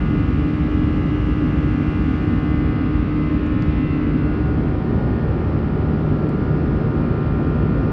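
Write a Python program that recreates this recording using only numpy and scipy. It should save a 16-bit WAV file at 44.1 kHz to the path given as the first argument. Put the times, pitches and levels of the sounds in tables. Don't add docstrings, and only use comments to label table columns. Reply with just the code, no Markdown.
import sys
import numpy as np
from scipy import signal
from scipy.fft import rfft, irfft
from scipy.io import wavfile
from scipy.ndimage import uniform_filter1d

SR = 44100
rng = np.random.default_rng(int(sys.argv[2]) if len(sys.argv) > 2 else 0)


def log_audio(samples):
    frames = np.atleast_2d(samples).T
    limited = np.clip(frames, -1, 1)
    pcm = np.round(limited * 32767).astype(np.int16)
    wavfile.write(sys.argv[1], SR, pcm)


N = 349272
TIME = np.arange(N) / SR


def amp(db):
    return 10 ** (np.asarray(db) / 20)


def curve(rows, axis=1):
    columns = np.transpose(rows)
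    return np.interp(TIME, columns[0], columns[axis])


def read(rows, hz, axis=1):
    columns = np.transpose(rows)
    return np.interp(np.log(hz + 1), np.log(columns[0] + 1), columns[axis])


def noise(rows, axis=1):
    hz = np.fft.rfftfreq(N, 1 / SR)
    white = rng.standard_normal(N)
    shaped = irfft(rfft(white) * amp(read(rows, hz, axis=axis)), N)
    return shaped * np.sqrt(SR / 2)


def drift(rate_hz):
    hz = np.fft.rfftfreq(N, 1 / SR)
    low_pass = np.exp(-(hz / rate_hz) ** 2) * (hz > 0)
    slow = irfft(rfft(rng.standard_normal(N)) * low_pass, N)
    return slow / slow.std()


# frequency in Hz, density in dB per Hz at the front window,
# density in dB per Hz at the rear window.
ROAR = [(20, -72, -72), (37, -51, -50), (54.5, -37.5, -42), (68, -41.5, -42.5), (88, -43.5, -43),
        (108, -42, -40), (146, -47, -45), (184, -44, -44.5), (201, -47.5, -46), (227, -46, -44.5),
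        (264, -42.5, -45), (289, -45, -49), (312, -49.5, -48), (345, -54, -49), (423, -57, -51),
        (468, -62, -57), (570, -66.5, -60.5), (736, -71, -67), (1130, -73, -70.5), (1530, -77.5, -75),
        (2360, -76.5, -81), (3320, -88.5, -88.5), (3930, -92.5, -93.5), (4860, -97.5, -96.5),
        (6100, -112, -112), (8300, -118, -116.5), (11600, -135, -135), (15500, -134, -134)]


def roar(place, gust_db=0.7, gust_hz=34.0, gust_band_hz=480, gust_octaves=0.99):
    front = noise(ROAR, axis=1)
    rear = noise(ROAR, axis=2)
    octaves = np.log2((np.fft.rfftfreq(N, 1 / SR) + 1) / gust_band_hz)
    exhaust = irfft(rfft(rear) * np.exp(-(octaves / gust_octaves) ** 2), N)
    gusts = amp(gust_db * drift(gust_hz))
    rear = rear + exhaust * (gusts - 1)
    return np.sqrt(1 - place) * front + np.sqrt(place) * rear


# mean frequency in Hz, level in dB rms.
VENTS = [(477, -53), (529, -50.5)]


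def vents(waver_hz=1.5):
    out = np.zeros(N)
    for hz, db in VENTS:
        cycles = np.cumsum(hz + waver_hz * drift(4.0)) / SR
        out += amp(db) * np.sin(2 * np.pi * cycles)
    return np.sqrt(2) * out


# frequency in Hz, density in dB per Hz.
HISS = [(1500, -110), (3000, -87.5), (4200, -100), (5600, -102), (7000, -111), (8500, -113), (10500, -134),
        (15000, -150)]
# time in seconds, gain in dB.
HISS_NEAR = [(0, 1), (1.6, 1.5), (2.1, 3), (2.5, -1), (2.8, -12.5), (4.5, -24), (7, -23.5), (7.92, -9)]


def hiss():
    return noise(HISS) * amp(curve(HISS_NEAR))


# frequency in Hz, density in dB per Hz.
GAP = [(1000, -96), (1900, -80), (2250, -81.5), (2700, -80.5), (3150, -99), (4100, -92.5), (5000, -98),
       (6000, -120), (12000, -160)]
# time in seconds, gain in dB.
GAP_NEAR = [(0, -45), (3.4, -24), (3.7, -8), (3.92, -5.5), (4.1, -13), (4.4, -5), (4.65, -22.5),
            (7.92, -37.5)]


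def seat_gap():
    return noise(GAP) * amp(curve(GAP_NEAR))


# start in seconds, envelope peak in dB,
# ring frequency in Hz, time to the envelope's peak in seconds.
TICKS = [(3.4648, -50, 5600, .0003), (3.4658, -51, 6900, .0004), (3.4654, -65, 9500, .0002),
         (3.623, -36, 4670, .00045), (3.6236, -45, 6500, .0003), (3.6236, -57, 8700, .0003),
         (3.6233, -64, 13500, .0002), (4.546, -61, 5900, .0008), (6.2925, -42, 4750, .00025),
         (6.2925, -47, 8100, .0003)]


def ticks():
    out = np.zeros(N)
    t = np.arange(SR // 50) / SR
    for start_s, db, ring_hz, rise in TICKS:
        envelope = (t / rise * np.exp(1 - t / rise)) ** 2
        ring = np.sin(2 * np.pi * ring_hz * t) * envelope
        start = round(start_s * SR)
        out[start:start + len(t)] += amp(db) * ring
    return out


def gap_gain(hz, near_db, boost_db=6.0, ring_hz=2750, octaves=0.25):
    resonance = np.exp(-(np.log2(hz / ring_hz) / octaves) ** 2)
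    return amp(boost_db * amp(near_db) * resonance)


def standing_wave(hz, path, place, direct, count=8):
    wavelength = 343 / hz
    slant, start = rng.uniform(-1, 1, (2, count, 1))
    waves = np.exp(2j * np.pi * (slant * path / wavelength + start))
    reflected = waves.sum(0) / np.sqrt(count)
    field = direct + reflected
    power = abs(field) ** 2
    front = np.average(power, weights=1 - place)
    rear = np.average(power, weights=place)
    return field / np.sqrt(front + place * (rear - front))


# time in seconds, turns a second in Hz.
SHAFT = [(0, 75.39), (1, 75.42), (2, 75.455), (3, 75.48), (4.5, 75.5), (6, 75.555), (7, 75.6),
         (7.92, 75.67)]
# time in seconds, speed in metres a second.
HAND = [(0, 0.041), (2.7, 0.046), (3.1, 0.26), (4.5, .3), (5.5, .14), (7.92, 0.099)]
# shaft order,
# level in dB rms at the front window, level in dB rms at the rear window.
ORDERS = [(1, -30.8, -31), (3, -44, -37), (5, -49, -50), (6, -48, -50), (7, -52, -48), (8, -51, -49),
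          (9, -57, -56), (12, -57, -53), (13, -59, -50.5), (15, -47, -52), (20, -51, -59), (21, -53, -61),
          (22, -51, -54), (23, -55, -63), (25, -64, -57), (28, -63, -63), (29, -60, -71), (30, -65, -68),
          (31, -67, -68), (33, -65, -71), (34, -61, -70), (35, -66, -69), (37, -64, -69), (39, -61, -73),
          (40, -71, -69), (41, -73, -76), (42, -65, -73), (43, -66, -72), (44, -75, -77), (45, -65, -76),
          (46, -74, -74), (47, -77, -84), (48, -70, -77), (49, -77, -82), (50, -73, -87), (57, -78, -74.5)]
# frequency in Hz,
# level in dB rms at the front window, level in dB rms at the rear window.
FIZZ = [(3800, -76, -81), (4800, -77.5, -81), (5700, -85, -87), (6450, -96.5, -101), (7300, -103, -106),
        (8200, -103, -107), (9200, -108, -114)]
# time in seconds, level in dB rms before the flutter.
DRONE = [(0, -27), (3.5, -29), (4.1, -25), (4.6, -27.3), (5.2, -29), (6.2, -25), (6.9, -25.8), (7.9, -25.5)]
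HUM = [(0.0, -31), (0.84, -24), (1.92, -26), (4.14, -25), (5.16, -36.5), (5.64, -43.5), (6.42, -29.5),
       (7.2, -33.5), (7.55, -34), (7.9, -36)]
LOW_BUZZ = [(0, -47.5), (1.4, -55), (2.2, -47), (2.7, -46), (3.3, -65.5), (4.1, -52.5), (4.5, -44.5),
            (7.92, -45)]
HIGH_BUZZ = [(0, -52), (2.5, -49.5), (3.3, -53.5), (3.9, -50), (4.5, -64), (4.75, -59), (5, -46),
             (5.9, -47.5), (6.3, -54), (7.92, -60.5)]
UNDER_WHINE = [(0, -52), (2.9, -49), (3.2, -47), (3.8, -46.7), (4.1, -56), (4.5, -49.5), (5.1, -59),
               (7.2, -49.5), (7.9, -48.5)]
ORDER_16_WHINE = [(0, -42.5), (.8, -47), (1.5, -44.5), (3.0, -44.5), (3.6, -50.5), (3.9, -60.5),
                  (4.3, -46.5), (5.6, -47), (6.2, -46.5), (7.9, -42.5)]
FRONT_WHINE = [(0, -45.5), (1, -47), (3.6, -45), (4.15, -48), (4.5, -49), (5.2, -53), (5.7, -51),
               (6.2, -50), (6.7, -49.5), (7.9, -58.5)]
LOW_WHINE = [(0.0, -64), (0.72, -47.5), (1.92, -50.5), (2.22, -60.5), (3.78, -51), (3.96, -45),
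             (4.5, -72.5), (4.68, -50), (5.16, -63), (5.34, -45.5), (5.88, -48), (6.3, -42.5), (6.66, -50),
             (7.02, -43.5), (7.62, -42.5), (7.9, -45)]
MAIN_WHINE = [(0.0, -44), (1.08, -67), (1.44, -46), (2.94, -46), (3.18, -62.5), (3.48, -46.5),
              (3.96, -63.5), (4.44, -42), (4.8, -52), (5.04, -44), (5.46, -53), (6.0, -44.5), (6.24, -66.5),
              (6.42, -44.5), (7.32, -47.5), (7.9, -43.1)]
THIN_WHINE = [(0, -52), (.5, -53), (.9, -67.5), (1.3, -66), (2.6, -49), (3.15, -63), (3.5, -49), (4.3, -58),
              (5.15, -50.5), (6.1, -61), (6.6, -54.5), (7.9, -52)]
BRIGHT_WHINE = [(0, -65), (.3, -67), (.6, -52.5), (1.5, -51), (2.2, -58), (2.9, -54), (3.6, -63), (4, -52),
                (4.3, -67.5), (7.9, -71)]
MID_WHINE = [(0.0, -46.5), (0.66, -51.5), (1.08, -48), (1.44, -52.5), (1.62, -49), (2.7, -45.5),
             (3.06, -54), (3.24, -44), (3.42, -56), (3.84, -46), (4.86, -66.5), (6.66, -61.5), (7.9, -60)]
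UPPER_WHINE = [(0, -59), (.3, -51), (1.3, -62.5), (1.9, -53.5), (2.8, -59), (3.7, -54), (4.1, -63.5),
               (5.2, -61.5), (6.8, -65), (7.1, -56.5), (7.9, -59)]
HIGH_WHINE = [(0.0, -54), (0.24, -51.5), (0.66, -57), (1.86, -51.5), (2.7, -64), (2.88, -53), (3.66, -60),
              (3.92, -46.5), (4.06, -65), (4.2, -51), (4.62, -66), (7.9, -61)]
TOP_WHINE = [(0.0, -55.5), (0.54, -61), (0.84, -52), (1.26, -52), (1.56, -57.5), (2.82, -54), (3.06, -68),
             (3.48, -58), (3.78, -68), (7.9, -72.5)]
PATH_TONES = {2: DRONE, 4: HUM, 10: LOW_BUZZ, 11: HIGH_BUZZ, 14: UNDER_WHINE, 16: ORDER_16_WHINE,
              17: FRONT_WHINE, 18: LOW_WHINE, 19: MAIN_WHINE, 24: THIN_WHINE, 26: BRIGHT_WHINE,
              27: MID_WHINE, 32: UPPER_WHINE, 36: HIGH_WHINE, 38: TOP_WHINE}


def fan(place, flutter=0.078, wander_hz=0.01, direct=1.1, diffuse_hz=1800, count=120, size=128,
        shade_db=-1, shade_hz=800):
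    turns = np.cumsum(curve(SHAFT) + wander_hz * drift(3.0)) / SR
    turn = np.exp(2j * np.pi * turns)
    slow_t, place = TIME[::size], place[::size]
    path = np.cumsum(curve(HAND))[::size] / SR
    behind_seat = np.sin(np.pi * place)
    near_gap_db = curve(GAP_NEAR)[::size]
    listed = {round(order): levels for order, *levels in ORDERS}
    out, wave = np.zeros(N), np.ones(N, complex)
    for order in range(1, count + 1):
        wave = wave * turn
        hz = order * SHAFT[0][1]
        if order in PATH_TONES:
            level_t, level_db = np.transpose(PATH_TONES[order])
            gain = np.interp(slow_t, level_t, amp(level_db))
        else:
            if order in listed:
                front_db, rear_db = listed[order]
            else:
                front_db, rear_db = [read(FIZZ, hz, axis=side) + 1.5 * rng.standard_normal()
                                     for side in (1, 2)]
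            db = front_db + place * (rear_db - front_db)
            db = db + shade_db * behind_seat * (hz > shade_hz)
            direct_wave = direct * (1 + (diffuse_hz / hz) ** 2)
            gain = amp(db) * standing_wave(hz, path, place, direct_wave) * gap_gain(hz, near_gap_db)
        shake = uniform_filter1d(rng.standard_normal((2, len(slow_t))), size=24, axis=1)
        gain = gain * (1 + flutter * (shake[0] + 1j * shake[1]) / shake.std())
        gain = gain * np.exp(2j * np.pi * rng.random())
        out += (np.interp(TIME, slow_t, gain) * wave).real
    return np.sqrt(2) * out


# time in seconds, place from 0 at the front window to 1 at the rear window.
PLACE = [(0, 0), (3.6, 0.02), (4.1, 0.069), (4.5, 0.72), (5.0, 1), (7.92, 0.96)]


def scene():
    place = np.clip(curve(PLACE), 0, 1)
    background = roar(place) + vents()
    nearby = hiss() + seat_gap() + ticks()
    return (background + nearby + fan(place))[None]


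def record(dry, opening_s=0.004, edge_hz=15700):
    opening = np.sin(np.pi / 2 * np.minimum(TIME / opening_s, 1)) ** 2
    low_pass = signal.firwin(511, edge_hz, window=("kaiser", 9), fs=SR)
    return signal.oaconvolve(dry * opening, low_pass[None], "same")


dry = scene()
out = record(dry)
log_audio(out)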